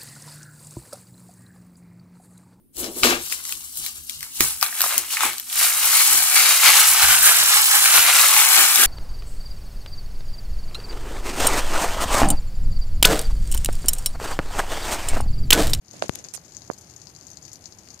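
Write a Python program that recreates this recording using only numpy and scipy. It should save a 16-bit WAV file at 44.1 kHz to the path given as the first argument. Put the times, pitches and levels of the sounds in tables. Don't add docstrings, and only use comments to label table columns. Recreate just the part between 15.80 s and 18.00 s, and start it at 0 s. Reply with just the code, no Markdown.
import sys
import numpy as np
from scipy import signal
from scipy.io import wavfile
from scipy.ndimage import uniform_filter1d

SR = 44100
rng = np.random.default_rng(int(sys.argv[2]) if len(sys.argv) > 2 else 0)


def transcribe(signal):
    frames = np.atleast_2d(signal).T
    limited = np.clip(frames, -1, 1)
    pcm = np.round(limited * 32767).astype(np.int16)
    wavfile.write(sys.argv[1], SR, pcm)


N = 97020
BAND_LIMIT_HZ = 14700


def amp(db):
    return 10 ** (np.asarray(db) / 20)


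def unit(x):
    return x / np.sqrt(np.mean(x ** 2) + 1e-20)


def add(mix, start, sound):
    part = mix[max(round(start * SR), 0):][:len(sound)]
    part += sound[:len(part)]


def colour(x, spectrum, size=4096):
    hz, db = np.transpose(spectrum)
    bin_hz = abs(np.fft.fftfreq(size, 1 / SR)) + 1
    log_gain = np.log(amp(np.interp(np.log(bin_hz), np.log(hz), db)))
    response = np.exp(np.conj(signal.hilbert(log_gain)))
    taps = np.fft.ifft(response).real[:size // 2]
    return signal.fftconvolve(x, taps)[:len(x)]


def noise(spectrum, modulation=1):
    return unit(colour(modulation * rng.standard_normal(N), spectrum))


def background():
    # (f/Hz, relative level/dB)
    rumble_spectrum = [(36, -26), (68, -1.5), (125, 1.5), (240, -7), (320, -4.5), (430, -12.5),
                       (800, -13.5), (1500, -32), (5000, -49)]
    rain_left = [(100, -6.5), (1600, 3.5), (2800, -1), (4700, -6), (6500, 2), (8200, -7.5), (15000, -10)]
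    rain_right = [(100, 4), (800, 0), (1500, -7.5), (3000, -7.5), (6800, -12), (9300, -6.5), (15000, -14.5)]
    rumble = np.outer(amp([-53, -54.5]), noise(rumble_spectrum))
    return rumble + [amp(-56.5) * noise(rain_left), amp(-57) * noise(rain_right)]


def drop(band, spectrum, size=4096):
    t = np.arange(size) / SR
    splash = amp([-17, -19.5, -2.5][band]) * np.exp(-t / 0.0007)
    fallback = amp([-27, -30, -3.5][band]) * np.exp(-t / 0.0092)
    wall_echo = amp(-34.5) * np.exp(-t / 0.014)
    detuned = np.array(spectrum) * [1 + 0.04 * rng.uniform(-0.96, 1), 1]
    excitation = (t == 0) + (splash + fallback + wall_echo) * rng.standard_normal(size)
    tick = colour(excitation, detuned, size=1024)
    power = uniform_filter1d(tick ** 2, size=88, mode="constant")
    return tick / np.sqrt(2 * power.max())


def drips(fine_per_s=170, spread_db=2.5, variants=8):
    # (t/s, bright ring level/dB, lower ring level/dB, spray level/dB)
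    landings = [(0.0825, -35.5, -37.5, -67), (0.1116, -29, -36, -50), (0.1945, -34, -46, -62),
                (0.2291, -27, -44, -52), (0.2355, -29, -32, -44), (0.2617, -32, -55, -52),
                (0.282, -34.5, -37, -39), (0.3237, -35, -57, -49), (0.3358, -31, -58, -45),
                (0.3519, -25.5, -38, -44), (0.3893, -29, -60, -43), (0.4414, -27.5, -49.5, -42),
                (0.447, -28.5, -32.5, -48.5), (0.4863, -28.5, -33, -47), (0.5642, -26, -46, -45),
                (0.573, -34.5, -35, -45), (0.655, -44, -58, -54), (0.7217, -34, -40.5, -58),
                (0.7487, -34, -37.5, -53), (0.7678, -22.5, -34.5, -47), (0.8197, -36.5, -35, -64),
                (0.9142, -35, -39.5, -47), (0.9345, -36, -37.5, -43), (0.985, -36.5, -56, -40),
                (1.0111, -37, -55, -42.5), (1.1628, -30.5, -43, -45.5), (1.2174, -34, -41, -62),
                (1.2705, -34, -30.5, -63), (1.35, -36.5, -38.5, -52), (1.3629, -34, -36.5, -55),
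                (1.4111, -35, -39, -60.5), (1.4686, -30.5, -55, -46), (1.4824, -41, -40.5, -51),
                (1.5027, -35, -39, -43), (1.5148, -31.5, -47, -49), (1.5324, -38, -49, -49),
                (1.5712, -29, -33, -50), (1.6257, -34.5, -52, -50), (1.652, -30.5, -37.5, -45.5),
                (1.6639, -44, -40, -50), (1.6805, -34, -39, -51), (1.7166, -34, -40, -50.5),
                (1.7316, -29, -48, -35.5), (1.757, -35, -35, -45), (1.841, -35, -38.5, -63),
                (1.8575, -27.5, -31.5, -67), (1.9239, -36.5, -36, -66), (1.9853, -35.5, -42, -51),
                (2.087, -36, -36.5, -68), (2.1047, -30.5, -35, -54), (2.1438, -30.5, -43.5, -48),
                (2.1916, -36.5, -41.5, -63)]
    # (f/Hz, relative level/dB)
    bright_ring = [(3000, -34.5), (5200, -16), (6000, -4), (6550, 0), (7100, -7), (7900, -21.5),
                   (12000, -55)]
    lower_ring = [(1800, -22), (3200, -27), (4050, -10), (4650, 0), (5350, -3), (6500, -20), (12000, -42)]
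    spray = [(2500, -20), (6000, 0.5), (8500, -1), (12000, -2.5), (15000, -10)]
    right_db = [-38, -45, -15]
    fine_db = [-51, -55.5, -63.5]
    out = np.zeros((2, N))
    arrivals = rng.random((variants, N)) < fine_per_s / variants / SR
    trains = arrivals * amp(spread_db * np.minimum(rng.exponential(1, (variants, N)), 3))
    for band, spectrum in enumerate([bright_ring, lower_ring, spray]):
        patter = sum(signal.oaconvolve(train, drop(band, spectrum))[:N] for train in trains)
        ticks = amp(fine_db[band]) * unit(patter)
        for start, *levels in landings:
            add(ticks, start, amp(levels[band]) * drop(band, spectrum))
        out += np.outer([1, amp(right_db[band])], ticks)
    return out


def stroke(start, attack, hold, release):
    return np.interp(np.arange(N) / SR, start + np.cumsum([0, attack, hold, release]), [0, 1, 1, 0])


def friction(spectrum, grain_db=2):
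    roughness = unit(uniform_filter1d(rng.standard_normal(N), size=60))
    return noise(spectrum, amp(grain_db * roughness))


def rubbing():
    # (t/s, attack/s, hold/s, release/s, left level/dB, right level/dB)
    rubs = [(0.104, 0.051, 0.037, 0.027, -57, -46.5), (0.218, 0.0016, 0.018, 0.056, -39, -38.5),
            (0.303, 0.028, 0.071, 0.032, -51.5, -46.5), (0.437, 0.0041, 0.0081, 0.046, -49, -45.5)]
    # (f/Hz, relative level/dB)
    spectrum = [(80, -4), (230, 14), (1200, 0.5), (6000, -1.5), (9500, -5.5), (14500, -31)]
    pressure = sum(np.outer(amp([left, right]), stroke(*timing)) for *timing, left, right in rubs)
    return pressure * [friction(spectrum), friction(spectrum)]


def knocks(size=2048):
    # (t/s, peak level/dB, f/Hz, bandwidth/Hz, bass cutoff/Hz, treble cutoff/Hz, 0 left or 1 right)
    modes = [ (0.1393, -33.5, 597, 110, 300, 925, 1), (0.2232, -4.5, 1360, 4940, 316, 6400, 0),
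             (0.2231, -8, 626, 154, 256, 1270, 1), (.22381, -13.5, 1360, 467, 815, 2440, 1),
             (.2400, -21, 585, 130, 250, 1050, 1), (0.2945, -1.5, 82, 194, 104, 11700, 0),
             (0.3563, -7, 6200, 16000, 890, 13900, 0), (0.5782, -29, 510, 690, 100, 1800, 1),
             (0.9006, -7, 373, 660, 36, 1295, 1), (0.9113, -29.5, 520, 300, 100, 1310, 1),
             (0.9131, -26.5, 500, 400, 100, 1300, 1)]
    out = np.zeros((2, N))
    for start, db, hz, width_hz, bass_hz, treble_hz, side in modes:
        radius = np.exp(-np.pi * width_hz / SR)
        feedback = [1, -(1 + radius ** 2) * np.cos(2 * np.pi * hz / SR), radius ** 2]
        ring = signal.lfilter([1, -1], feedback, signal.unit_impulse(size))
        ring = signal.lfilter(*signal.butter(2, bass_hz, "high", fs=SR), ring)
        ring = signal.lfilter(*signal.butter(3, treble_hz, fs=SR), ring)
        add(out[int(side)], start, amp(db) * ring / abs(ring).max())
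    return out


def scuff():
    # (f/Hz, relative level/dB)
    spectrum = [(1500, -12.5), (2500, -10), (3700, -12), (6000, -2), (8700, 0.5), (14500, -15.5)]
    pressure = stroke(start=0.536, attack=0.0025, hold=0.014, release=0.016)
    return np.outer([0, amp(-28.5)], pressure * friction(spectrum))


def splats():
    # (t/s, level/dB)
    landings = [(1.6803, -42), (2.0758, -42.5)]
    # (f/Hz, relative level/dB)
    spectrum = [(500, -21), (1900, -1.5), (3000, -2), (9000, -23)]
    out = np.zeros((2, N))
    for start, db in landings:
        add(out[0], start, amp(db) * drop(1, spectrum))
    return out


def scene():
    return background() + drips() + rubbing() + knocks() + scuff() + splats()


def record(dry):
    # (t/s, level/dB)
    fade_in = [(0, -37.5), (0.018, -9), (.07, -4), (.12, 0)]
    faded = dry * amp(np.interp(np.arange(N) / SR, *np.transpose(fade_in)))
    low_pass = signal.firwin(255, BAND_LIMIT_HZ, window=("kaiser", 8), fs=SR)
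    return signal.oaconvolve(faded, low_pass[None], "same")


dry = scene()
out = record(dry)
transcribe(out)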